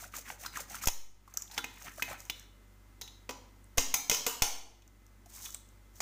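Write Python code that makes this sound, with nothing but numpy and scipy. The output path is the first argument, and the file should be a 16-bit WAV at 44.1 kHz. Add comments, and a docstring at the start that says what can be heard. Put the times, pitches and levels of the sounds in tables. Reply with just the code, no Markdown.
"""Rubbing lentils through a steel sieve

Cooked lentils are rubbed through a perforated steel sieve with the base of a steel tumbler in a small hard kitchen.
Under each stroke dense clicks hiss, and wet pops squelch through a resonance that glides in pitch.
Steel knocks are short noise cracks that set damped modes ringing into a noise-tail room; low smacks and dry ticks
are brief pitched bursts. Low thumps swing back slowly under the heaviest knocks, and the room tone and motor hum
behind, coloured noise and wavering sines, dip for a moment after each."""
import sys
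import numpy as np
from scipy import signal
from scipy.fft import rfft, irfft
from scipy.io import wavfile

SR = 44100
rng = np.random.default_rng(int(sys.argv[2]) if len(sys.argv) > 2 else 0)


def unload_audio(sound):
    """Save the sound as a 16-bit wav file, at the path given as the first command line argument."""
    columns = np.transpose(np.atleast_2d(sound))
    # keep every value between -1 and 1, then stretch to whole-number steps
    steps = np.round(np.clip(columns, -1, 1) * 32767)
    wavfile.write(sys.argv[1], SR, steps.astype(np.int16))


def invert_db(x):
    """Field ratio 10**(x/20) for x, a level in decibels (scalar or array-like)."""
    u = np.asarray(x, float) / 20
    return 10 ** u


N = 265041  # samples

# strokes of the tumbler: (hardest moment [s], lead-in [s], friction hiss [dB], squelch [dB],
# way [1 push, -1 pull, less for a short slide])
RUB_STROKES = [(0.019, 0.067, -46, -52.5, -0.7), (0.159, 0.056, -46.5, -50.5, -1.15),
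               (0.286, 0.059, -46.5, -50.5, -0.95), (0.435, 0.069, -47.5, -50.5, 0.71),
               (0.576, 0.071, -41, -46, -1.1), (0.737, 0.077, -41, -45.5, 0.4),
               (0.828, 0.022, -41, -47, -1.16), (1.42, 0.23, -58, -62.5, -0.36),
               (1.57, 0.095, -48.5, -51, 0.18), (1.806, 0.19, -58, -62.5, -1.03),
               (1.862, 0.07, -50, -48.5, 0.81), (2.013, 0.13, -52, -63, -0.33),
               (2.098, .035, -50, -45, 0.58), (2.209, 0.05, -52.5, -63, -0.79),
               (2.27, 0.021, -62.5, -72, 0.13), (2.381, 0.071, -59, -62.5, 1),
               (5.385, 0.14, -48, -61.5, 0.1), (5.451, 0.06, -43, -59, 0.33), (5.529, .02, -50.5, -69, -2),
               (5.984, 0.07, -57.5, -72, 0.68)]
# knocks that set the steel ringing: (time [s], crack peak [dB], favoured ring [Hz],
# brightness control [dB before scaling], ringing drive [dB re crack])
STEEL_KNOCKS = [(.461, -28.5, 4540, 8, -8.8), (.872, -11.5, 6500, 28, -7.5), (.883, -17.5, 5760, -20, -28),
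                (1.513, -38, 4520, 20, -6), (1.578, -18.5, 3260, -8, -10.5), (1.642, -24, 2280, -2, -6.5),
                (2.023, -17, 2400, 22, -6.5), (2.298, -18, 3170, 15, -12), (3.013, -28.5, 6500, 19, -1),
                (3.018, -32, 3840, 25, -9.5), (3.077, -39, 3650, 8, -10), (3.292, -27.5, 2700, -52, -8),
                (3.308, -30, 5360, -37, -1), (3.781, -9, 5900, -4.5, 0.5), (3.941, -10.5, 6040, 16.5, -2.5),
                (4.097, -7.5, 5800, 12, -4), (4.114, -17, 6300, -2.5, 5.5), (4.146, -19, 6150, 1, -4),
                (4.265, -15.5, 7440, 9, 3), (4.421, -9.5, 6230, 12, -0.5), (4.821, -52, 3190, 3, -7),
                (5.458, -35, 3210, 42, -3.5), (5.545, -36, 3570, 16, -14.5), (6.004, -21.5, 6180, -21, -35)]
# low thumps: the recorder's high-pass makes the heaviest knocks swing back slowly:
# (time [s], height [factor on the swing], background dip [dB])
LOW_THUMPS = [(.873, .07, -8), (3.782, .07, -4), (3.942, .003, -6), (4.098, -.012, -6), (4.421, .052, -6)]
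# modes of sieve, tumbler and pot below: (frequency [Hz], relative strength [dB], t60 [s])
STEEL_MODES = [(270, -10, .2), (330, -14, .2), (470, -10, .08), (985, -9, .18), (1140, -14, .1),
               (2090, 3, .08), (2509, 3, .055), (2960, -8, .12), (3391, -9, .1), (3480, -3, .11),
               (3690, -7, .12), (3811, -3, .16), (3980, -4, .14), (4180, -4, .14), (4893, -7, .12),
               (5390, -8, .12), (5570, -7, .12), (5981, -8, .1), (6320, -7, .12), (6500, -6, .15),
               (6850, -7, .12), (7084, -6, .12), (7644, -10, .12), (8904, -12, .1), (10350, -12, .1),
               (11750, -12, .1), (13100, -10, .1)]
# friction spectrum: (frequency [Hz], relative level [dB per Hz])
HISS_SPECTRUM = [(1180, -41), (2000, -31), (2160, -15), (2550, -25), (2780, -12), (4750, -6), (6210, 2.5),
                 (11100, -8.5), (12200, -7), (13200, -5.5), (15800, 1)]
# crack spectrum of a knock, before its own tilt and focus: (frequency [Hz], relative level [dB per Hz])
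CRACK_SPECTRUM = [(53, -22.5), (90, -7.5), (337, -10.5), (466, -3.5), (672, 1.5), (930, 7.5), (1740, -8.5),
                  (3120, -6.5), (3790, -15.5), (6240, -2), (8440, -14), (12700, -12), (14800, -6.5),
                  (15800, -5.5)]
# decay of the kitchen: (frequency [Hz], t60 [s])
ROOM_DECAY = [(200, 0.93), (1400, 0.48), (3700, 0.6), (9700, 0.41), (15000, 0.37)]
# room tone spectrum: (frequency [Hz], relative level [dB per Hz])
ROOM_TONE = [(50, -31), (85, -6.5), (115, -10.5), (147, -21), (222, -9.5), (678, -23.5), (844, -20.5),
             (1810, -23.5), (2020, -25.5), (2570, -28), (4640, -32.5), (6450, -30), (12700, -37),
             (14800, -28), (15800, -42.5)]
# motor lines: (frequency [Hz], level [dB])
MOTOR_LINES = [(48.4, -59), (96.9, -66), (193.8, -77), (344.5, -79), (586.8, -84.5), (1297, -84),
               (1960, -93.5), (2056, -79.5)]
# dry ticks of grit on steel: (time [s], peak [dB], pitch [Hz])
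GRIT_TICKS = [(.572, -26, 6350), (.857, -22, 6300), (1.339, -34, 6300), (1.372, -18, 6270),
              (1.421, -26, 6540), (1.478, -45.5, 3500), (1.546, -40, 5030), (1.822, -39, 6000),
              (2.203, -35.5, 6300), (2.252, -40, 6960), (2.396, -37.5, 6800), (2.428, -47, 6700),
              (3.642, -50, 8440), (4.877, -49.5, 6460), (5.065, -50.5, 6480), (5.259, -49.5, 6240),
              (5.38, -52, 6500), (5.505, -36.5, 6900), (5.545, -27.5, 7700), (5.688, -50.5, 6800)]
# low smacks, wet paste under the strokes and dull thuds under the knocks: (time [s], peak [dB], pitch [Hz])
LOW_SMACKS = [(.025, -43, 714), (.04, -35.5, 1450), (.138, -35, 1260), (.462, -32, 1420), (.558, -32, 1780),
              (.571, -27, 1200), (.745, -32, 1300), (.836, -29.5, 1260), (1.277, -45.5, 1060),
              (1.343, -48.5, 644), (1.372, -39.5, 1380), (1.589, -26.5, 1490), (1.979, -38, 575),
              (1.995, -32.5, 1480), (2.11, -35, 600), (2.128, -34.5, 810), (3.293, -31, 457),
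              (3.773, -23, 550), (4.116, -29.5, 480), (4.267, -26, 459), (5.259, -47.5, 664),
              (5.37, -49, 1250), (5.49, -47.5, 1350), (5.55, -49, 1260)]

LET_GO_S, PRESSURE_POWER = 0.099, 2.4
RUMBLE_HZ, RUMBLE_DB = [55, 317], -11  # band; level re the unit squelch
# the air pocket under the paste shrinks on a push (pitch climbs) and widens on a pull
POCKET_HZ, POCKET_OCTAVES, GLIDE_S, PUSH_LATE_S, PULL_LATE_S = 982, 1, 0.018, 0.0086, 0.014
SMACK_OCTAVES, SMACK_S, SMACK_CYCLES = 0.31, 0.0013, 3.15  # width; fade = time + cycles of its pitch
TICK_OCTAVES, TICK_S, TICK_TOP_HZ, TICK_TOP_DB = 0.39, 0.0017, 13500, -11.5  # width, fade, upper ring
BODY_DB, TREBLE_DB = -27, -7.5  # low and high end of a neutral crack's tilt, before scaling
PITCHED_BELOW_HZ = 5000  # knocks favouring a lower ring are duller and more pitched
PITCHED_RING_DB, BRIGHT_RING_DB = -5.5, -17.5  # how hard each kind drives the modes
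FOCUS_OCTAVES, NEAR_DB_PER_OCTAVE = 1, -45.5  # reach of the crack's peak; fall of modes away from the ring
PITCHED_FAR_DB, BRIGHT_FAR_DB = -21, -13  # floor of that fall
SMOOTH_SHARE = 0.45  # share of the smooth pulse in what a knock sends into the room
DIP_FALL_S, DIP_HOLD_S, DIP_RETURN_S = 0.04, 0.2, 0.28
ROOM_TONE_DB = -65.5


def rubbing():
    """Dense grit hisses; wet paste pops into the moving air pocket and the shallow dish of the sieve."""
    t, hiss_gain, squelch_gain = np.arange(N) / SR, np.zeros(N), np.zeros(N)
    for hardest, lead_s, hiss_db, squelch_db, way in RUB_STROKES:
        ramp = np.interp(t, [hardest - lead_s, hardest, hardest + LET_GO_S], [0, 1, 0])
        pressure = np.sin(np.pi / 2 * ramp) ** PRESSURE_POWER
        hiss_gain += invert_db(hiss_db) * pressure
        squelch_gain += invert_db(squelch_db) * pressure
    hiss = colour(grains(8000, spread_db=2.5), HISS_SPECTRUM) * invert_db(3.2 * drift(56))
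    pops = grains(3000, spread_db=3.2) * invert_db(3.8 * drift(60))
    dish = rms_one(band_pass(pops, [1000, 2500]))
    gliding = rms_one(pocket(pops, pocket_pitch(t), sharpness=5.0))
    # the sieve shudders on the pot under each stroke
    rumble = rms_one(band_pass(pops, RUMBLE_HZ))
    squelch = rms_one(gliding + 0.9 * dish) + invert_db(RUMBLE_DB) * rumble
    return hiss * hiss_gain + squelch * squelch_gain


def pocket_pitch(t):
    """Pitch of the air pocket: the nearest stroke sweeps it up or down."""
    hardest, way = np.array(RUB_STROKES)[:, 0], np.array(RUB_STROKES)[:, 4]
    nearest = np.searchsorted((hardest[1:] + hardest[:-1]) / 2, t)
    late = np.where(way[nearest] > 0, PUSH_LATE_S, PULL_LATE_S)
    since = t - hardest[nearest] - late
    return POCKET_HZ * 2 ** (POCKET_OCTAVES * way[nearest] * np.tanh(since / GLIDE_S))


def pocket(x, hz, sharpness):
    """An air resonance whose centre moves, stepped in short blocks."""
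    out, state, size = np.zeros(N), np.zeros(2), 128
    for i in range(0, N, size):
        r = np.exp(-np.pi * hz[i] / sharpness / SR)
        zeros = [np.sqrt(1 - r), 0, -np.sqrt(1 - r)]
        poles = [1, -2 * r * np.cos(2 * np.pi * hz[i] / SR), r * r]
        out[i:i + size], state = signal.lfilter(zeros, poles, x[i:i + size], zi=state)
    return out


def knocks():
    """A short crack drives the modes nearest its favoured ring; returns close sound and room send."""
    cracks, loose, size = np.zeros(N + SR), np.zeros(N + SR), 2000
    modes, hz = np.array(STEEL_MODES), np.arange(size // 2 + 1) * SR / size
    mode_hz, mode_db = modes[:, 0], modes[:, 1]
    excite = np.zeros((len(modes), N + SR))
    noise = rng.standard_normal((len(STEEL_KNOCKS), size))
    luck_db = rng.normal(0, 2, (len(STEEL_KNOCKS), len(modes)))
    for k, (s, peak_db, ring_hz, bright_db, ringing_db) in enumerate(STEEL_KNOCKS):
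        i = round(s * SR)
        if ring_hz < PITCHED_BELOW_HZ:
            focus_db, drive_db, far_db = 10.5, PITCHED_RING_DB, PITCHED_FAR_DB
        else:
            focus_db, drive_db, far_db = 2.5, BRIGHT_RING_DB, BRIGHT_FAR_DB
        tilt = [(1200, BODY_DB - bright_db / 2), (2200, 0.0053), (7500, 0), (10000, TREBLE_DB + bright_db / 2)]
        reach = 2 ** FOCUS_OCTAVES
        focus = [(ring_hz / reach, 0), (ring_hz, focus_db), (ring_hz * reach, 0)]
        tone_db = at_hz(CRACK_SPECTRUM, hz) + 0.32 * at_hz(tilt, hz) + at_hz(focus, hz)
        crack = burst(noise[k], tone_db, 0.00047, 0.0042)
        # same colour as the crack, in one smooth pulse
        pulse = np.roll(irfft(invert_db(tone_db), size), size // 20)
        blow = rms_one(pulse) * np.std(crack)
        cracks[i:i + size] += invert_db(peak_db) * crack
        mixed = SMOOTH_SHARE * blow + (1 - SMOOTH_SHARE) * crack
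        loose[i:i + size] += invert_db(peak_db + ringing_db) * mixed
        away_db = np.maximum(NEAR_DB_PER_OCTAVE * np.abs(np.log2(mode_hz / ring_hz)), far_db)
        near_db = away_db * (mode_hz > 1500) + 0.5 * at_hz(tilt, mode_hz)
        excite[:, i] += invert_db(peak_db + ringing_db + drive_db + mode_db + near_db + luck_db[k])
    rings = np.zeros(N)
    for k, (hz, db, t60) in enumerate(STEEL_MODES):
        for twin in (1, 1.008):  # round vessels ring in close pairs that beat
            rings += ring(excite[k, :N], hz * twin, t60)
    return cracks[:N] + rings, loose[:N] + invert_db(-8) * rings


def ring(clicks, hz, t60):
    """A damped steel mode: a unit click sets a sine of starting height 1 ringing."""
    r, w = invert_db(-60 / (t60 * SR)), 2 * np.pi * hz / SR
    return signal.lfilter([0, np.sin(w)], [1, -2 * r * np.cos(w), r * r], clicks + 1e-18)


def smacks_and_ticks():
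    """Low smacks and dry ticks, each a brief, heavily damped burst."""
    smacks = bursts(LOW_SMACKS, SMACK_OCTAVES, SMACK_S, SMACK_CYCLES, -np.inf)
    return smacks + bursts(GRIT_TICKS, TICK_OCTAVES, TICK_S, 0, TICK_TOP_DB)


def bursts(rows, octaves, fade_s, cycles, top_db):
    """Each row is a brief burst around one pitch, with a share of the upper ring."""
    out, size = np.zeros(N + SR), 2000
    hz = np.arange(size // 2 + 1) * SR / size + 1
    noise = rng.standard_normal((len(rows), size))
    top = top_db - 12 * (np.log2(hz / TICK_TOP_HZ) / octaves) ** 2
    for k, (s, peak_db, centre_hz) in enumerate(rows):
        i = round(s * SR)
        peak = -12 * (np.log2(hz / centre_hz) / octaves) ** 2
        tone_db = np.maximum(np.maximum(peak, top), -26)
        fade = fade_s + cycles / centre_hz
        out[i:i + size] += invert_db(peak_db) * burst(noise[k], tone_db, fade / 3, fade)
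    return out[:N]


def burst(noise, tone_db, rise_s, fade_s):
    """A short coloured noise burst of peak 1, with exponential rise and fade."""
    t = np.arange(len(noise)) / SR
    envelope = (1 - np.exp(-t / rise_s)) * np.exp(-t / fade_s)
    crack = irfft(rfft(noise) * invert_db(tone_db), len(t)) * envelope
    return crack / np.abs(crack).max()


def low_thumps():
    """The high-passed heaviest knocks swing back slowly through zero; the next thump cuts the swing short."""
    out, t = np.zeros(N + SR), np.arange(SR // 2) / SR
    swing = 0.5 * np.exp(-t / 0.002) + 3.3 * np.exp(-t / 0.05) - 2.3 * np.exp(-t / 0.085)
    swing *= (1 - np.exp(-t / 0.0005)) * np.exp(-(t / 0.26) ** 2)
    for s, height, dip_db in LOW_THUMPS:
        i = round(s * SR)
        out[i:i + len(t)] = height * swing + out[i] * np.exp(-t / 0.006)
    return out[:N]


def kitchen(x):
    """Dense reflections: octave bands of noise, each dying at its own rate."""
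    t, tail = np.arange(SR) / SR, np.zeros(SR)
    for low in 150 * 2.0 ** np.arange(7):
        band = band_pass(rng.standard_normal(SR), [low, min(2 * low, 17000)])
        tail += band * invert_db(-60 * t / at_hz(ROOM_DECAY, np.sqrt(2) * low))
    tail *= np.minimum(t / 0.0086, 1)  # reflections build up
    return signal.fftconvolve(x, tail / np.sqrt(np.sum(tail ** 2)))[:N]


def background():
    """Room tone as coloured noise and the slightly wavering lines of a motor, dipping together."""
    t = np.arange(N) / SR
    wander = np.cumsum(drift(1.3)) / SR * 0.0023
    lines = np.zeros(N)
    for hz, db in MOTOR_LINES:
        level = invert_db(db + 0.37 * drift(7.5)) * np.sqrt(2)
        lines += level * np.sin(2 * np.pi * hz * (t + wander))
    room_tone = invert_db(ROOM_TONE_DB) * colour(rng.standard_normal(N), ROOM_TONE)
    return (lines + room_tone) * dips()


def dips():
    """After each low thump the level falls, holds and creeps back; the deepest dip counts."""
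    t, each = np.arange(N) / SR, []
    for s, height, db in LOW_THUMPS:
        fall = 1 - np.exp(-np.maximum(t - s, 0) / DIP_FALL_S)
        creep_back = np.exp(-np.maximum(t - s - DIP_HOLD_S, 0) / DIP_RETURN_S)
        each.append(db * fall * creep_back)
    return invert_db(np.min(each, axis=0))


def at_hz(points, hz):
    """Reads a table on a log-frequency axis."""
    table = np.array(points)
    return np.interp(np.log(hz + 1), np.log(table[:, 0]), table[:, 1])


def rms_one(x):
    """Scales to unit power."""
    return x / np.sqrt(np.mean(x ** 2) + 1e-20)


def band_pass(x, edges_hz):
    """Keeps one band with gentle slopes."""
    return signal.sosfilt(signal.butter(2, edges_hz, "band", fs=SR, output="sos"), x)


def colour(x, spectrum):
    """Filters a noisy signal by a spectrum in dB per Hz, at unit power."""
    hz = np.arange(len(x) // 2 + 1) * SR / len(x)
    return rms_one(irfft(rfft(x) * invert_db(at_hz(spectrum, hz)), len(x)))


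def drift(per_s):
    """Smooth random wander of unit power: noise through two equal low-pass poles at per_s Hz."""
    r = np.exp(-2 * np.pi * per_s / SR)
    smooth = signal.lfilter([1], [1, -2 * r, r * r], rng.standard_normal(N + SR))
    return rms_one(smooth[SR:])  # skip the settling


def grains(per_s, spread_db):
    """Random clicks of uneven size and either sign."""
    sizes = invert_db(spread_db * np.minimum(rng.exponential(1, N), 4)) * rng.choice([-1, 1], N)
    return sizes * (rng.random(N) < per_s / SR)


def scene():
    """Close sounds, their room tail, the low thumps and the background, in mono."""
    damped = rubbing() + smacks_and_ticks()
    hits, ringing = knocks()
    room = kitchen(invert_db(-13) * damped + ringing)
    return (damped + hits + room + low_thumps() + background())[None]


def band_limit(x):
    """A steep low-pass at the top of the band."""
    return signal.sosfilt(signal.butter(12, 16810, fs=SR, output="sos"), x)


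def record(dry):
    """A steep low-pass cuts the top of the finished mix."""
    top_cut = signal.cheby2(10, 30, 15700, fs=SR, output="sos")  # order, stopband [dB], stopband edge [Hz]
    mix = signal.sosfilt(top_cut, dry)
    return band_limit(mix)


dry = scene()
out = record(dry)
unload_audio(out)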